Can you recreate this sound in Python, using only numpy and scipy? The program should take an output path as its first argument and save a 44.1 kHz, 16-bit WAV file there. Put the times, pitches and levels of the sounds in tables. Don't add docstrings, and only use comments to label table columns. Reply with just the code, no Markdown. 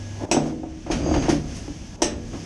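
import sys
import numpy as np
from scipy import signal
from scipy.fft import rfft, irfft, next_fast_len
from scipy.io import wavfile
from scipy.ndimage import uniform_filter1d, minimum_filter1d, map_coordinates

SR = 44100
rng = np.random.default_rng(int(sys.argv[2]) if len(sys.argv) > 2 else 0)


def store_pcm(level_fs):
    pcm = np.round(np.clip(level_fs, -1, 1) * 32767).astype(np.int16)
    wavfile.write(sys.argv[1], SR, np.atleast_2d(pcm).T)


N = 108045

# time in seconds, level in dB.
MOTOR_LOAD = [(0, -38.5), (.255, -39.5), (.29, -55), (1.45, -49), (1.58, -44), (1.8, -51), (2.2, -43),
              (2.45, -44)]
LEAK_LEVEL = [(0, -47), (.26, -45.5), (.47, -37), (.54, -48), (.66, -58), (.85, -52), (1.38, -51.5),
              (1.52, -42), (1.7, -45.5), (1.95, -47.5), (2.2, -46.5), (2.45, -43.5)]
DRIVE_LEVEL = [(0, -43.5), (.3, -37.5), (.43, -35), (.56, -38), (.84, -40.5), (.92, -26), (1.02, -25.5),
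               (1.22, -24), (1.3, -31), (1.5, -34), (1.66, -35.5), (1.9, -40.5), (2.05, -28.5),
               (2.19, -31.5), (2.45, -37)]
GUIDE_LEVEL = [(0, -46), (.3, -54), (.38, -33), (.5, -27.5), (.6, -49), (.84, -58.5), (.93, -38),
               (1.04, -28.5), (1.16, -23.5), (1.27, -35.5), (1.55, -49), (1.95, -65), (2.12, -32),
               (2.25, -52), (2.45, -53)]
ROLLER_LEVEL = [(.1, -57), (.19, -45), (.215, -32), (.26, -28), (.31, -34), (.34, -57), (1.88, -70),
                (1.95, -47), (2.015, -30), (2.04, -65)]
PURGE_LEVEL = [(.89, -55), (.915, -49), (1.0, -44), (1.07, -45), (1.16, -39.5), (1.25, -42), (1.32, -40),
               (1.4, -82)]
WHINE_LEVEL = [(.89, -73), (.905, -40.5), (.97, -59), (1.06, -40), (1.15, -40), (1.24, -43), (1.33, -73)]
# frequency in Hz, level in dB.
LEAK_COLOUR = [(200, -0.5), (700, 5.5), (1200, -2.5), (3200, -0.5), (4000, -6.5), (5300, 1), (6400, 3),
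               (7100, -7), (9000, -13.5), (11000, -20.5), (12500, -31)]
DRIVE_COLOUR = [(15, -49), (27, -9), (39, 0), (52, -7.5), (70, -0.5), (95, -17), (125, -13.5), (150, -5),
                (185, -11), (230, -10), (320, -15), (450, -27), (900, -42.5), (2000, -105)]
GUIDE_COLOUR = [(80, 8.5), (220, 3), (340, 6), (420, -1.5), (570, 6), (900, -10), (1200, -12.5),
                (2500, -26), (6000, -71)]
ROLLER_COLOUR = [(100, -10), (340, 5), (440, -5.5), (550, 1), (750, -7), (950, -3), (1150, -17.5),
                 (2500, -30), (6000, -52)]
PURGE_COLOUR = [(1000, -4), (3000, 0.5), (4100, -9), (4900, -8), (5500, -2.5), (6300, -1), (7100, -8.5),
                (9000, -17), (11000, -52), (12000, -54)]
PUFF_COLOUR = [(500, 3.5), (1300, -1.5), (3100, -1), (3800, -7), (5200, -1.5), (6400, 1), (7100, -12),
               (9800, -16.5), (11300, -25), (12500, -63)]
THUD_COLOUR = [(30, -32), (120, -16), (200, -9), (300, -7.5), (430, -7.5), (700, -3.5), (950, -8.5),
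               (1250, -11.5), (2500, -23), (6000, -53)]
CLASH_COLOUR = [(500, -4), (1300, -7.5), (1900, -7.5), (2900, -3.5), (4400, -10), (5400, 2), (6200, 5),
                (7000, -8), (8200, -3), (9500, -15.5), (11500, -22.5), (13000, -56)]
DOOR_COLOUR = [(60, -51), (170, -13), (230, 1.5), (350, 3), (430, -3), (570, -2.5), (930, -14), (1250, -28),
               (2500, -56)]
# pitch in Hz, level in dB.
MOTOR_TONES = [(100.3, 4.5), (237.8, -6), (1664.5, -17)]
PUMP_TONES = [(311, -53)]
# pitch in Hz, width in Hz, level in dB.
WHINE_PEAKS = [(4800, 220, -8), (6410, 260, -4.5)]
# pitch in Hz, level in dB, fade time in seconds.
FRAME_MODES = [(291, -1, 0.12), (348, -1.5, 0.053), (675, -1, 0.017), (870, -2.5, 0.012)]
PANEL_MODES = [(151.5, -19, 0.47), (227.5, -22, 0.55), (261.4, -19, 0.65), (279.2, -10.5, 0.29),
               (317.2, -18, 0.79), (460, -28, 0.44), (561.7, -18, 0.36), (630, -18, 0.16),
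               (724.7, -17.5, 0.45), (923, -25, 0.18)]
DOOR_MODES = [(229, -11, 0.56), (312, -9.5, 0.28), (346.7, -1, 0.16), (487.3, -22, 0.8), (590, -10, 0.32),
              (714, -7, 0.1), (854, -13, .25), (946, -4, 0.057)]
STEEL_MODES = [(1820, -16.5, 0.31), (2530, -13, 0.22), (3230, -18, 0.26), (4000, -16, 0.28),
               (5480, -16, 0.1), (5870, 1.5, 0.068), (5990, -8.5, 0.084), (6350, -14, .22),
               (7900, -7.5, 0.29), (8030, -20, .25)]
# frequency in Hz, fade time in seconds.
CABIN_FADE = [(100, 0.47), (300, 0.7), (900, 0.31), (3000, .3)]
CLASH_FADE = [(1500, 0.34), (6000, 0.22), (11000, 0.16)]
# start in seconds, level in dB, rise and fade times in seconds,
# treble tilt in dB per octave.
PUFFS = [(0.862, -41.5, 0.0051, 0.6, -4.5), (0.907, -26, 0.011, 0.33, -1), (1.138, -23.5, 0.0042, 0.18, -5),
         (1.22, -29, 0.0028, 0.56, -4), (1.284, -25, 0.014, 0.3, 0), (1.54, -41, .03, 0.22, 6.5),
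         (2.33, -35, 0.0078, 0.24, -9.5)]
# start in seconds, level in dB, brightness in Hz, panel ring and echo in dB.
KNOCKS = [(.21, -31, 800, -4), (0.288, -17, 600, 3), (0.344, -3, 1020, -2), (.3665, 0, 955, -1),
          (0.3706, 3.5, 292, 2), (.389, -9, 326, -0.5), (.456, -12, 805, -2), (0.525, -20, 394, 2.5),
          (.633, -24, 900, 4), (0.864, -28.5, 980, 7.5), (0.9, -13.5, 880, -2), (.918, -16.5, 453, 2),
          (1.003, -5, 139, -8), (1.062, -17.5, 670, 5.5), (1.089, -15.5, 420, 0), (1.112, -13, 720, 0),
          (1.141, -15.5, 1200, -5.5), (1.162, -13, 650, -3.5), (1.253, -23, 900, 5), (1.283, -10.5, 960, 1),
          (1.2914, -3.5, 277, 0), (1.3236, -0.5, 270, -2.5), (1.378, -22, 410, -15),
          (1.679, -11.5, 232, -5), (2.164, -21, 116.5, 0), (2.335, -21, 380, -1)]
# start in seconds, level in dB, steel ring in dB, door boom in dB,
# ring length factor, treble tilt in dB per octave.
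CLANKS = [(0.3135, -9.5, -5, 4.5, 0.79, -1.1), (2.0195, -11.5, -4.5, 4.5, 0.98, 0.1)]

STEEL_ROUGH_RAD, PANEL_ROUGH_RAD = 1, 0.21
THUD_FADE_S = 0.072
LIMIT_DB, LOOK_AHEAD_S, HOLD_S, RELEASE_DB_PER_S = -5, 0.058, 0.0083, 26.5
LOW_CUT_HZ, TOP_HZ = 20, 11900


def amp(db):
    return 10 ** (np.asarray(db) / 20)


def unit(x):
    return x / np.sqrt(np.mean(x ** 2) + 1e-20)


def along(points, hz):
    row_hz, values = np.transpose(points)
    return np.interp(np.log(hz + 1), np.log(row_hz + 1), values)


def level(points):
    return amp(np.interp(np.arange(N) / SR, *np.transpose(points)))


def wobble(rate):
    return map_coordinates(rng.standard_normal(2048), [np.arange(N) * rate / SR], mode="wrap")


def filtered(x, response):
    size = next_fast_len(len(x) + 8192)
    return irfft(rfft(x, size) * response(np.fft.rfftfreq(size, 1 / SR)), size)[:len(x)]


def noise(colour, size=N, tilt_db=0):
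    def response(hz):
        return amp(along(colour, hz) + tilt_db * np.log2(np.maximum(hz, 1000) / 1000))
    return unit(filtered(rng.standard_normal(size), response))


def dying(x, fades):
    hz, t, spectrum = signal.stft(x, SR, nperseg=256)
    fading = amp(-60 * t / along(fades, hz)[:, None])
    return signal.istft(spectrum * fading, SR, nperseg=256)[1][:len(x)]


def ring(modes, t, rough, wander_per_s, scatter_db, detune):
    chance = rng.standard_normal((len(modes), 2))
    out = np.zeros(len(t))
    for k, ((hz, db, fade), (louder, higher)) in enumerate(zip(modes, chance)):
        wander = wobble(wander_per_s)[:len(t)]
        phase = 2 * np.pi * hz * (1 + detune * higher) * t + rough * (wander - wander[0])
        out += (-1) ** k * amp(db + scatter_db * louder - 60 * t / fade) * np.sin(phase)
    return out


def tones(rows, drift):
    t = np.arange(N) / SR
    return sum(np.sqrt(2) * amp(db) * np.sin(2 * np.pi * hz * t + drift * wobble(9.14))
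               for hz, db in rows)


def add(track, start, sound):
    part = track[round(start * SR):][:len(sound)]
    part += sound[:len(part)]


def hum():
    return level(MOTOR_LOAD) * tones(MOTOR_TONES, drift=.2) + tones(PUMP_TONES, drift=.5)


def rattle(colour):
    return unit(noise(colour) * amp(0.5 * wobble(rate=120)))


def drives():
    rumble = level(DRIVE_LEVEL) * noise(DRIVE_COLOUR)
    guides = level(GUIDE_LEVEL) * rattle(GUIDE_COLOUR)
    rollers = level(ROLLER_LEVEL) * rattle(ROLLER_COLOUR)
    return rumble + guides + rollers


def compressed_air():
    puffs, t = np.zeros(N), np.arange(SR) / SR
    for start, db, rise, fade, tilt in PUFFS:
        envelope = np.minimum(t / rise, 1) * amp(db - 60 * np.maximum(t - rise, 0) / fade)
        add(puffs, start, envelope * noise(PUFF_COLOUR, size=SR, tilt_db=tilt))
    purge = level(PURGE_LEVEL) * noise(PURGE_COLOUR)
    leak = level(LEAK_LEVEL) * noise(LEAK_COLOUR)
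    return puffs + purge + leak


def arm_whine():
    def peaks(f):
        return sum(amp(db) / (1 + ((f - hz) / (width / 2)) ** 2) for hz, width, db in WHINE_PEAKS)
    return level(WHINE_LEVEL) * unit(filtered(rng.standard_normal(N), peaks))


def knocks():
    out, t = np.zeros(N), np.arange(SR) / SR
    for start, db, bright_hz, ring_db in KNOCKS:
        thud = amp(-11.5 - 60 * t / THUD_FADE_S) * noise(THUD_COLOUR, size=SR)
        frame = ring(FRAME_MODES, t, PANEL_ROUGH_RAD, wander_per_s=75, scatter_db=2, detune=0.0079)
        panels = ring(PANEL_MODES, t, PANEL_ROUGH_RAD, wander_per_s=26.7, scatter_db=2, detune=0.0043)
        echo = amp(-17.5) * dying(noise(THUD_COLOUR, size=SR), CABIN_FADE)
        blow = thud + amp(-1.5) * frame + amp(ring_db) * (amp(-3) * panels + echo)
        treble_cut = signal.butter(2, bright_hz, fs=SR)
        add(out, start, amp(db) * signal.lfilter(*treble_cut, blow))
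    return out


def door_clanks():
    out, t = np.zeros(N), np.arange(SR) / SR
    for start, db, ring_db, boom_db, length, tilt in CLANKS:
        crack = amp(-14.5 - 60 * t / 0.005) * noise(CLASH_COLOUR, size=SR, tilt_db=tilt)
        clash = dying(noise(CLASH_COLOUR, size=SR, tilt_db=tilt), CLASH_FADE)
        modes = np.array(STEEL_MODES) * [1, 1, length]
        steel = ring(modes, t, STEEL_ROUGH_RAD, wander_per_s=161, scatter_db=5.5, detune=0.0024)
        sheet = ring(DOOR_MODES, t, PANEL_ROUGH_RAD, wander_per_s=34.7, scatter_db=-1.0, detune=0.0022)
        thud = amp(-5.5 - 60 * t / THUD_FADE_S) * noise(DOOR_COLOUR, size=SR)
        echo = amp(-10.5) * dying(noise(DOOR_COLOUR, size=SR), CABIN_FADE)
        boom = amp(0.5) * sheet + thud + echo
        add(out, start, amp(db) * (crack + clash + amp(ring_db) * steel + amp(boom_db) * boom))
    return out


def scene():
    return (hum() + knocks() + door_clanks() + compressed_air() + arm_whine() + drives())[None]


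def limiter(x):
    need_db = np.minimum(LIMIT_DB - 20 * np.log10(np.abs(x) + 1e-12), 0)
    ahead, hold = int(LOOK_AHEAD_S * SR), int(HOLD_S * SR)
    held_db = minimum_filter1d(need_db, ahead + hold + 1, origin=(hold - ahead) // 2)
    climb_db = RELEASE_DB_PER_S * np.arange(N) / SR
    gain_db = np.minimum.accumulate(held_db - climb_db) + climb_db
    return x * amp(uniform_filter1d(gain_db, size=128))


def record(dry):
    bass_cut = signal.butter(4, LOW_CUT_HZ, "high", fs=SR, output="sos")
    limited = limiter(signal.sosfilt(bass_cut, dry[0]))
    return filtered(limited, lambda hz: hz < TOP_HZ)[None]


dry = scene()
out = record(dry)
store_pcm(out)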